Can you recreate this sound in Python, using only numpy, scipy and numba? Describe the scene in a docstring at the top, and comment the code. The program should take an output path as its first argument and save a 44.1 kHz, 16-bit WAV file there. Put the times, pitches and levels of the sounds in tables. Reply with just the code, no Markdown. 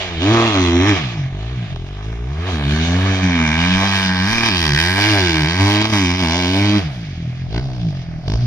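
"""Dirt bike on a sand track

A single-cylinder four-stroke laps tens of metres from a phone that pans after it. Each firing gives
a low exhaust boom, a sharp bark and a puff of gas; at full revs the limiter cuts sparks. Chain and
tyres hiss, the tree line echoes, and a light wind rumbles on the two microphone ports."""
import sys
import numpy as np
from scipy import signal
from scipy.fft import rfft, irfft, next_fast_len
from scipy.io import wavfile
from scipy.ndimage import uniform_filter1d
from numba import njit

SR = 44100
rng = np.random.default_rng(int(sys.argv[2]) if len(sys.argv) > 2 else 0)


def inscribe(sig):
    """Save sig as 16-bit PCM at rate SR to the path in sys.argv[1].

    A 1-D sig is mono; a 2-D sig holds one channel per row.
    Samples are clipped to [-1, 1] before scaling.
    """
    pcm = np.round(np.clip(np.atleast_2d(sig).T, -1, 1) * 32767)
    wavfile.write(sys.argv[1], SR, pcm.astype(np.int16))


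N = 373086
TIME_S = np.arange(N) / SR
LIGHT_THROTTLE = .3  # opening at which the engine just pulls


def undb(db):
    """Decibels to gain."""
    return 10 ** (np.asarray(db) / 20)


def unit(x):
    """Scale to rms 1."""
    return x / np.sqrt(np.mean(x ** 2))


def curve(table):
    """The columns after time_s, interpolated to one value a sample."""
    time_s, *columns = np.transpose(table)
    return [np.interp(TIME_S, time_s, column) for column in columns]


def band(x, hz, width_hz):
    """Steep band-pass, gain 1 at the centre."""
    edges_hz = [hz - width_hz / 2, hz + width_hz / 2]
    return signal.sosfilt(signal.butter(2, edges_hz, "bandpass", fs=SR, output="sos"), x)


def wander(rate_hz):
    """Random levels held 1 / rate_hz seconds and smoothed twice; spread near 1."""
    hold, coarse = int(SR / rate_hz / 32), np.arange(0, N + 32, 32)
    held = np.repeat(rng.standard_normal(len(coarse) // hold + 1), hold)
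    smooth = uniform_filter1d(uniform_filter1d(held, hold), hold)
    return 1.37 * np.interp(np.arange(N), coarse, smooth[:len(coarse)])


def port_noise(alike):
    """Noise on both microphone ports, with the share `alike` of its power in common."""
    return np.sqrt(alike) * rng.standard_normal(N) + np.sqrt(1 - alike) * rng.standard_normal((2, N))


def resonate(x, modes, wander_db=1.6):
    """Resonances that each swell and fade on their own; neighbours swing against each other."""
    return unit(sum((-1) ** k * undb(db + wander_db * wander(15)) * band(x, hz, width_hz)
                    for k, (hz, width_hz, db) in enumerate(modes)))


@njit
def moving_band(x, tuning, damping):
    """State-variable band-pass with a moving centre, gain 1 there."""
    out, band_state, low_state = np.empty(len(x)), 0., 0.
    for i in range(len(x)):
        g = tuning[i]
        passed = (band_state + g * (x[i] - low_state)) / (1 + g * (g + damping[i]))
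        band_state = 2 * passed - band_state
        low_state += 2 * g * passed
        out[i] = damping[i] * passed
    return out


def sliding_ring(x, hz, width_hz):
    """Steep moving resonance on both ports."""
    tuning, damping = np.tan(np.pi * hz / SR), width_hz / hz
    return np.array([moving_band(moving_band(port, tuning, damping), tuning, damping) for port in x])


# Wind at the microphone: time_s, level_db
WIND_LEVEL = [(0, -32), (.9, -41), (1.2, -44), (2.7, -46), (3.7, -32), (4.7, -34), (5.1, -50), (6.4, -50),
              (7.3, -40), (7.8, -35), (8.46, -38)]
def wind():
    """Gusts rumble on the ports, only partly alike on the two."""
    return undb(curve(WIND_LEVEL)[0] + 4 * wander(6)) * unit(band(port_noise(.15), 32, 43))


def tree_echo(x, t60_s=.5, level_db=-14):
    """The tree line scatters back a decaying tail without bass, different at each port."""
    t = TIME_S[:SR // 2]
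    tail = rng.standard_normal((2, N))[:, :len(t)] * np.exp(-np.log(1000) * t / t60_s) * (t > .02)
    tail /= np.sqrt(np.sum(tail ** 2, axis=1, keepdims=True))
    return undb(level_db) * signal.fftconvolve(x, band(tail, 2900, 5300), axes=1)[:, :N]


def ground_echo(x, gain, lag_s=.00146):
    """The dirt between bike and microphone adds a mirror image with a drifting lag."""
    samples = np.arange(N)
    delayed = samples - lag_s * (1 + .05 * wander(5)) * SR
    mirrored = np.array([np.interp(delayed, samples, port) for port in x])
    return (x + gain * mirrored) / np.hypot(1, gain)


# Top treble, dull when the bike is far off: time_s, over_hiss_db
TREBLE_LEVEL = [(0, -37), (1, -38.5), (2.2, -25.5), (3.3, -32), (4.7, -23), (5.6, -24.5), (6.8, -26.5),
                (7.2, -30), (8.46, -28.5)]
def top_treble(air, hiss_db):
    """The flickering top of the hiss, around 9 kHz."""
    level_db = hiss_db + curve(TREBLE_LEVEL)[0] + 2.2 * wander(14)
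    return undb(level_db) * unit(band(air + .5 * rng.standard_normal((2, N)), 9300, 5400))


# Bands of the chain and tyre hiss: pitch_hz, width_hz, level_db
HISS_BANDS = [(2990, 1630, 10), (3830, 1200, 4.5), (6275, 1290, 1.5)]
def chain_and_tyres(air, rasp_hz, rasp_db):
    """Chain and tyres hiss in three steady bands and one sliding rasp."""
    hiss = resonate(air, HISS_BANDS)
    rasp = unit(sliding_ring(air, rasp_hz, width_hz=1500))
    return unit(undb(-rasp_db / 2) * hiss - undb(rasp_db / 2) * rasp)


def gas_puffs(clicks, crack, gate, load, lower_hz, upper_hz, balance_db):
    """Each puff of gas sounds two rings of the tail pipe over a broad rush."""
    blast = 2.8 * crack * clicks + .42 * gate * port_noise(.7)
    lower = undb(1.6 * wander(5.8) + balance_db / 2) * sliding_ring(blast, lower_hz, width_hz=520)
    upper = undb(1.6 * wander(5.8) - balance_db / 2) * sliding_ring(blast, upper_hz, width_hz=420)
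    rush = unit(band(1.3 * crack * clicks + gate * port_noise(.7), 2000, 1300))
    return unit(unit(lower - upper) + (.7 - .4 * load) * rush)


def silencer_chambers(x, lags_s=(.0006, .0014), gain=.45):
    """The chambers repeat each pressure front as all-pass echoes, spreading it over a few ms."""
    for lag_s in lags_s:
        taps = np.zeros(int(lag_s * SR) + 1)
        taps[0], taps[-1] = -gain, 1
        x = signal.lfilter(taps, taps[::-1], x)
    return x


# Lower and upper resonances of the silencer: pitch_hz, width_hz, level_db
SILENCER_LOW = [(468, 267, -7), (665, 186, 4)]
SILENCER_HIGH = [(889, 710, -2.5), (1270, 240, 3)]
def exhaust_bark(clicks, bare_fronts, crack, gate, tilt_db, notch_hz=547, spike_db=-2):
    """Pressure fronts ring the silencer, thinned at its first notch; the bare front adds a spike."""
    front = (.15 + 1.7 * crack) * clicks + .33 * gate * port_noise(.75)
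    lower = undb(-tilt_db / 2) * resonate(front, SILENCER_LOW)
    upper = undb(tilt_db / 2) * resonate(front, SILENCER_HIGH)
    bark = unit(lower + upper)
    bark = .45 * bark + .55 * signal.lfilter(*signal.iirnotch(notch_hz, 7, SR), bark)
    return bark + undb(spike_db) * unit(band(bare_fronts, 1700, 2200))


# What the pipe passes on shut, barely open and wide open throttle: pitch_hz, level_db
PIPE_SHUT = [(40, -43.5), (60, -39), (85, -27), (110, -25.5), (134, -21), (156, -26), (180, -33.5),
             (210, -38), (260, -41), (330, -39.5), (500, -63.5)]
PIPE_LIGHT = [(40, -34), (55, -26), (70, -22), (95, -24.5), (120, -24.5), (150, -29), (190, -42),
              (240, -40), (300, -41.5), (370, -33), (500, -39)]
PIPE_OPEN = [(40, -48.5), (60, -28), (90, -19), (118, -19), (138, -7.5), (160, -19.5), (185, -12.5),
             (230, -14), (300, -13.5), (350, -21), (400, -30), (460, -46), (500, -33)]
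# A dip in the open-throttle boom, probably the echo off the ground: time_s, pitch_hz, depth_db
PATH_DIP = [(0, 195, 21), (1, 183, 15.5), (2.5, 320, 6), (3.7, 360, 17), (4.05, 331, 21.5), (4.4, 291, 4.5),
            (4.75, 248.2, 16), (5.45, 226.1, 28), (5.7, 226, 6.5), (6.8, 194, 1.5), (7.2, 221.7, 22),
            (8.46, 218.6, -5)]
# Lift of the first order over the rest of the boom: time_s, level_db
FIRST_ORDER_LIFT = [(0, -3), (.9, -2.5), (1.2, 6), (2.4, 5.5), (3.1, 1), (3.7, 0), (4.7, 1.5), (5.2, 0),
                    (6.8, 2), (7.1, 1), (7.55, 3), (7.7, 1), (8.2, 3), (8.35, 6), (8.46, 0)]
# Lag behind the firing of orders 1, 2, 3 and all higher ones, each in its own cycle: lag_turns
ORDER_LAG = [-0.062, -0.064, 0.18, 0.083]
def exhaust_boom(firing_hz, turns, load, limiting, dip_octaves=.31):
    """Clean low orders of the firing rate, each as strong as the pipe passes its pitch."""
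    boom, slow = 0, slice(0, N, 32)  # levels move slowly
    dip_hz, dip_db = np.array(curve(PATH_DIP))[:, slow]
    first_db = (curve(FIRST_ORDER_LIFT)[0] - 3 * limiting)[slow]  # weaker while sparks are cut
    pulling = np.clip(load[slow] / LIGHT_THROTTLE, 0, 1)
    wide = np.clip((load[slow] - LIGHT_THROTTLE) / (1 - LIGHT_THROTTLE), 0, 1)
    for order in range(1, 11):
        pitch_hz = order * firing_hz[slow]
        shut, light, full = (np.interp(np.log(pitch_hz), np.log(hz), db)
                             for hz, db in map(np.transpose, (PIPE_SHUT, PIPE_LIGHT, PIPE_OPEN)))
        full -= dip_db * np.exp(-(np.log2(pitch_hz / dip_hz) / dip_octaves) ** 2)
        level_db = shut + pulling * (light - shut) + wide * (full - light)
        level_db += (order == 1) * first_db - .98 * max(order - 4, 0)
        level_db += 1.6 * (2 - pulling) * wander(14)[slow]
        fade = np.clip((500 - pitch_hz) / 60, 0, 1)  # orders end below the silencer's first notch
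        gain = np.interp(TIME_S, TIME_S[slow], fade * undb(level_db))
        boom += gain * np.cos(2 * np.pi * (order * turns - ORDER_LAG[min(order, 4) - 1]))
    return np.sqrt(2) * boom


# Twists of the throttle: open_s, shut_s, opening_share, ramp_s, bite_db
TWISTS = [(0, 0.184, 0.22, 0.0045, -0.5), (0.185, 0.583, 0.85, 0.04, -5), (0.533, 0.932, 0.8, 0.025, 6),
          (1.317, 1.536, 0.21, 0.0078, -1), (1.733, 2.445, 0.24, 0.0091, -4.5),
          (2.371, 3.302, 0.75, 0.18, 4.5), (3.217, 4.804, 0.9, 0.014, 1), (4.623, 5.455, 0.89, 0.036, 1),
          (5.4, 5.614, 0.89, 0.0393, -2), (5.586, 5.821, 0.89, 0.021, 7.5),
          (5.77, 5.935, 0.73, 0.02137, -1), (5.917, 6.12, 0.88, 0.013, 5), (6.089, 6.211, 0.75, .04, 2),
          (6.18, 6.643, 0.86, 0.051, 4), (6.56, 6.78, 0.88, 0.05, 1), (7.486, 7.568, 0.82, 0.11, 4.5),
          (8.257, 8.336, 0.6, 0.028, 8)]
def throttle(closing_s=.054, bite_s=.22):
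    """Each twist ramps open, holds and shuts; its bite lifts or lowers the level at first."""
    t = np.arange(0, N + 32, 32) / SR
    load, bite_db = np.zeros((2, len(t)))
    for open_s, shut_s, opening, ramp_s, db in TWISTS:
        rise = (t - open_s) / max(ramp_s, .005)
        shape = np.clip(np.minimum(rise, 1 - (t - shut_s) / closing_s), 0, 1)
        load = np.maximum(load, opening * shape)
        bite_db += db * shape * np.exp(-np.maximum(t - open_s, 0) / bite_s)
    return curve(np.transpose([t, load, bite_db]))


# Spells on the rev limiter: start_s, end_s, cut_db
LIMITER_SPELLS = [(0.323, 0.516, 3), (4.317, 4.505, 4.5), (5.81, 5.93, 4)]
def firings(firing_hz, load, scatter_db=.48):
    """Firings come early or late, more on the overrun; the limiter weakens two in every three."""
    jitter_turns = .0065 + .02 * np.clip(1 - load / LIGHT_THROTTLE, 0, 1)
    turns = np.cumsum(firing_hz) / SR + jitter_turns * wander(40) + 1
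    cycle = turns.astype(int)
    strength_db = scatter_db * rng.standard_normal(N // 100)[cycle]
    limiting = np.zeros(N)
    for start_s, end_s, cut_db in LIMITER_SPELLS:
        spell = (TIME_S > start_s) & (TIME_S < end_s)
        strength_db -= cut_db * spell * ((cycle % 3 > 0) - .5)
        limiting += spell
    return turns, strength_db, uniform_filter1d(limiting, size=600)


# Late charges popping in the pipe: start_s, over_firing_db
PIPE_POPS = [(1.759, 13), (2.054, 3), (2.126, 7.5), (5.853, 7), (5.901, 3.5)]
def pressure_fronts(firing_hz, turns, strength):
    """One click a firing or pop; fewer firings a second carry the same power in bigger clicks."""
    step = firing_hz / SR
    fired = np.diff(turns.astype(int), prepend=0) * strength / np.sqrt(step)
    spill = np.clip(turns % 1 / step, 0, 1)  # each click is shared between two samples
    clicks = fired * (1 - spill) + np.roll(fired * spill, -1)
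    for start_s, db in PIPE_POPS:
        at = int(start_s * SR)
        clicks[at] += undb(db) / np.sqrt(step[at])
    return clicks


# How far single firings stand out of the noise, open throttle at 90 Hz and shut: time_s, crack_share
CRACK_PULLING = [(0, .55), (1, .45), (2.4, .26), (2.9, .16), (3.3, .36), (4.2, .62), (4.6, .8), (4.9, .82),
                 (5.1, .6), (6, .74), (6.8, .68), (7.5, .9)]
CRACK_COASTING = [(0, .06), (7.5, .08), (7.62, .26), (7.9, .22), (8.05, .06), (8.46, .1)]
def pulsing(firing_hz, turns, strength, load, swell_s=.0013):
    """Firings crack more when the engine lugs; gas swells behind each front and gates the noise."""
    coasting = curve(CRACK_COASTING)[0]
    pulling = curve(CRACK_PULLING)[0] + .01 * (90 - firing_hz)
    crack = np.clip(coasting + load ** 1.5 * (pulling - coasting), 0, .97)
    age = turns % 1 / firing_hz / swell_s
    puff = unit(strength * age * np.exp(-age) / np.sqrt(firing_hz / 90))
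    return crack, crack * puff + 1 - .7 * crack ** 2


# Engine speed as heard from the trackside: time_s, firing_hz
ENGINE_SPEED = [(0, 96), (.19, 79.45), (.23, 91.3), (.33, 115.1), (.47, 113.5), (.57, 94.3), (.7, 84.6),
                (.8, 88.3), (.89, 106.6), (.96, 91.4), (1.04, 66.4), (1.2, 48.4), (1.3, 42.83),
                (1.53, 64.4), (1.6, 60.23), (1.77, 39.02), (1.88, 47.22), (2.24, 60.1), (2.33, 71.8),
                (2.49, 95.4), (2.57, 75.3), (2.66, 69.25), (2.78, 78.74), (3.06, 96.3), (3.25, 91.86),
                (3.49, 76), (3.7, 91), (3.86, 98.8), (4.19, 91), (4.26, 97.2), (4.33, 116.5), (4.48, 113.5),
                (4.52, 94.1), (4.73, 69.4), (4.85, 86.35), (5.09, 108), (5.32, 81.15), (5.44, 75.23),
                (5.61, 97.15), (5.89, 110), (5.94, 104.5), (6.08, 86.86), (6.2, 93.84), (6.27, 79.3),
                (6.39, 90.43), (6.46, 88.3), (6.6, 100.1), (6.74, 104.4), (6.78, 101.5), (6.88, 71.47),
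                (7.12, 44.76), (7.21, 39.47), (7.47, 44.85), (7.63, 68.33), (7.82, 58.77), (7.96, 43.93),
                (8.2, 38.93), (8.34, 55.95), (8.39, 59), (8.46, 59.25)]
# Layer gains as the bike moves and turns, on open and on shut throttle, at 90 firings a second:
# time_s, boom_db, bark_db, gas_db, hiss_db
LEVELS_PULLING = [(0, -6, -16.5, -30.5, -9), (.35, 13.5, -19.5, -26.5, -28), (.55, 2, -27, -31, -30),
                  (.9, 8, -26.5, -26, -29), (2.45, 1, -31.5, -42, -25), (2.6, -7, -19, -21, -22),
                  (2.75, 0, -18.5, -15.5, -14), (3.0, 2, -20, -20.5, -23), (3.3, 0, -22.5, -21.5, -24),
                  (3.5, -1.5, -15.5, -13.5, -20), (3.7, -2.5, -24, -19, -21.5), (3.9, -4, -23, -22.5, -18),
                  (4.4, -4.5, -32.5, -26, -24), (4.6, -5.5, -27.5, -20.5, -16.5),
                  (4.8, -6.5, -23.5, -12, -10.5), (4.95, -5, -27, -22.5, -21.5),
                  (5.1, 0.5, -24.5, -20.5, -17.5), (5.45, -2.5, -17.5, -11.5, -11),
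                  (5.65, -4, -29.5, -30, -26), (6.05, -6.5, -31.5, -27.5, -24), (6.3, -7, -25, -31, -19),
                  (6.75, 3, -33.5, -34, -28.5), (7.55, 1.5, -25, -21, -21.5), (8.3, -9, -31.5, -59, -27.5)]
LEVELS_COASTING = [(0, 3, -27.5, -26.5, -33), (1.1, 5, -16, -18, -19), (1.25, -0.5, -14, -18, -21.5),
                   (1.28, -5.5, -13.5, -19, -27.5), (1.58, -1, -22.5, -26, -29.5),
                   (1.72, -0.5, -16.5, -18.5, -24.5), (1.85, -4, -8.5, -19.5, -24.5),
                   (2.3, -3, -21.5, -24.5, -36), (5.5, 27.5, -55, -63, -57),
                   (7.1, -3.5, -21.5, -20.5, -22.5), (7.4, -2.5, -18, -21, -26.5), (7.65, 1, -27, -38, -32),
                   (7.85, 1.5, -25.5, -36.5, -28.5), (7.98, -2.5, -17.5, -24.5, -22.5),
                   (8.1, -6.5, -15, -23, -29.5), (8.46, 4.5, -23, -31, -24)]
# How the pipe faces the microphone: time_s, upper_over_lower_bark_db, lower_over_upper_ring_db
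PIPE_FACING = [(0, -6, -1), (.4, -1, 0), (.9, 0.5, -4), (1.3, -5.5, -4), (2.1, -2.5, 2), (2.6, -2, 1.5),
               (3.05, -6, 4), (3.4, -2, -4.5), (4.2, 2, 4.5), (4.38, 1, -8), (4.75, 6.5, 4.5), (5.0, -2, 1),
               (5.3, -2.5, -4.5), (5.7, -2, -6), (6.08, 3, -11.5), (6.4, -8.5, -12.5), (6.75, -7, -10.5),
               (7.5, -10, 1), (8.46, -9, 6)]
# Rings sliding as the pipe turns: time_s, lower_hz, upper_hz, rasp_hz, rasp_over_hiss_db
RING_SLIDE = [(0.2, 1753, 2300, 4700, -13), (0.68, 1460, 2110, 4350, -14.5), (0.75, 1700, 2140, 5420, -19),
              (1.11, 1750, 2440, 4620, -10), (1.2, 1800, 2290, 5100, -10.5), (1.3, 1740, 2270, 4300, -12),
              (2.14, 1590, 2350, 5100, -14), (2.6, 1610, 2260, 4330, -11.5), (3.6, 1680, 2325, 4880, -11.5),
              (4.17, 1680, 2360, 4760, -3.5), (4.56, 1767, 2440, 4880, -1.5),
              (5.75, 1650, 2200, 4700, -5.5), (6.11, 1840, 2260, 4980, -4.5),
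              (6.64, 1455, 2236, 4670, -5.5), (7.37, 1810, 2370, 4700, -5.5), (7.55, 1430, 2150, 4670, 0),
              (7.99, 1780, 2330, 4800, -2), (8.4, 1545, 2290, 4770, 2.5)]
def dirt_bike(nearness):
    """One train of firings drives boom, bark, gas and hiss, balanced by throttle and place on the lap."""
    firing_hz = curve(ENGINE_SPEED)[0]
    load, bite_db = throttle()
    levels_db = load * curve(LEVELS_PULLING) + (1 - load) * curve(LEVELS_COASTING) + bite_db
    levels_db[1:] += np.outer([.4369, .3977, .3363], firing_hz - 90)  # dB per Hz: louder with the revs
    boom_db, bark_db, gas_db, hiss_db = levels_db
    turns, strength_db, limiting = firings(firing_hz, load)
    crack, gate = pulsing(firing_hz, turns, undb(strength_db), load)

    boom = undb(boom_db) * exhaust_boom(firing_hz, turns, load, limiting)
    boom *= uniform_filter1d(undb(1.3 * strength_db), size=120)
    boom *= undb(1.9 * (1 - crack) ** 2 * wander(45))  # uneven burning burbles on the overrun

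    fronts = pressure_fronts(firing_hz, turns, undb(strength_db))
    bare = nearness * crack ** 2  # close to the microphone a hard front arrives unblurred
    clicks = bare * fronts + (1 - bare) * silencer_chambers(fronts)
    tilt_db, balance_db = curve(PIPE_FACING)
    lower_hz, upper_hz, rasp_hz, rasp_db = curve(RING_SLIDE)
    bark = exhaust_bark(clicks, bare * fronts, crack, gate, tilt_db)
    gas = gas_puffs(clicks, crack, gate, load, lower_hz, upper_hz, balance_db)
    air = 1.6 * crack * clicks + (.45 * gate + .13) * port_noise(.35)
    hiss = chain_and_tyres(air, rasp_hz, rasp_db)

    body = sum(undb(db + 1.2 * wander(45)) * layer  # each layer flutters on its own
               for db, layer in ((bark_db, bark), (gas_db, gas), (hiss_db, hiss)))
    body = ground_echo(body, gain=-.3 * load)  # the diffuse overrun has no comb
    body = signal.sosfilt(signal.butter(4, 6800, fs=SR, output="sos"), body)
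    return boom + body + top_treble(air, hiss_db)


# The phone's two microphone ports: pitch_hz, left_over_right_db, left_lead_rad
PORT_COLOUR = [(100, 0, .05), (350, -.6, .15), (520, 0, .35), (700, 2, .35), (900, 0, .5), (1200, -4, 1.1),
               (1380, -1, 2.4), (1550, 1.5, 0), (1900, -4, 1.2), (2070, -3.5, 0), (2600, -4, 1.9),
               (3100, -5, 2.8), (3800, -3, 4), (4500, -4.5, 4.2), (5200, -1, 6.3), (5900, 7, 7.7),
               (6600, 0, 8.5), (12000, -.5, 14)]
def microphone_ports(x):
    """The phone body gives each port its own colour and lag."""
    size = next_fast_len(N + SR // 10)
    hz, db, lead_rad = np.transpose(PORT_COLOUR)
    log_bins = np.log(np.fft.rfftfreq(size, 1 / SR) + 1)
    left = undb(np.interp(log_bins, np.log(hz), db) / 2)
    left = left * np.exp(.5j * np.interp(log_bins, np.log(hz), lead_rad))
    return irfft(rfft(x, size) * np.array([left, 1 / left]), size)[:, :N]


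# How close the bike is to the microphone: time_s, nearness_share
BIKE_NEARNESS = [(0, .4), (2.8, .3), (3.7, .9), (4.7, .6), (5.2, .75), (6.8, .8), (7.3, .5), (8.46, .6)]
def scene():
    """From the trackside: the bike, its echo off the trees, weaker when it is close, and the wind."""
    nearness = curve(BIKE_NEARNESS)[0]
    bike = dirt_bike(nearness)
    echo = tree_echo(bike * undb(-6 * nearness))
    return microphone_ports(bike + echo) + wind()


def record(dry, top_hz=15385):
    """The phone rounds the loudest peaks and cuts the top."""
    rounded = np.tanh(.94 * dry) / 1.118
    return signal.sosfilt(signal.ellip(8, .2, 70, top_hz, fs=SR, output="sos"), rounded)


dry = scene()
out = record(dry)
inscribe(out)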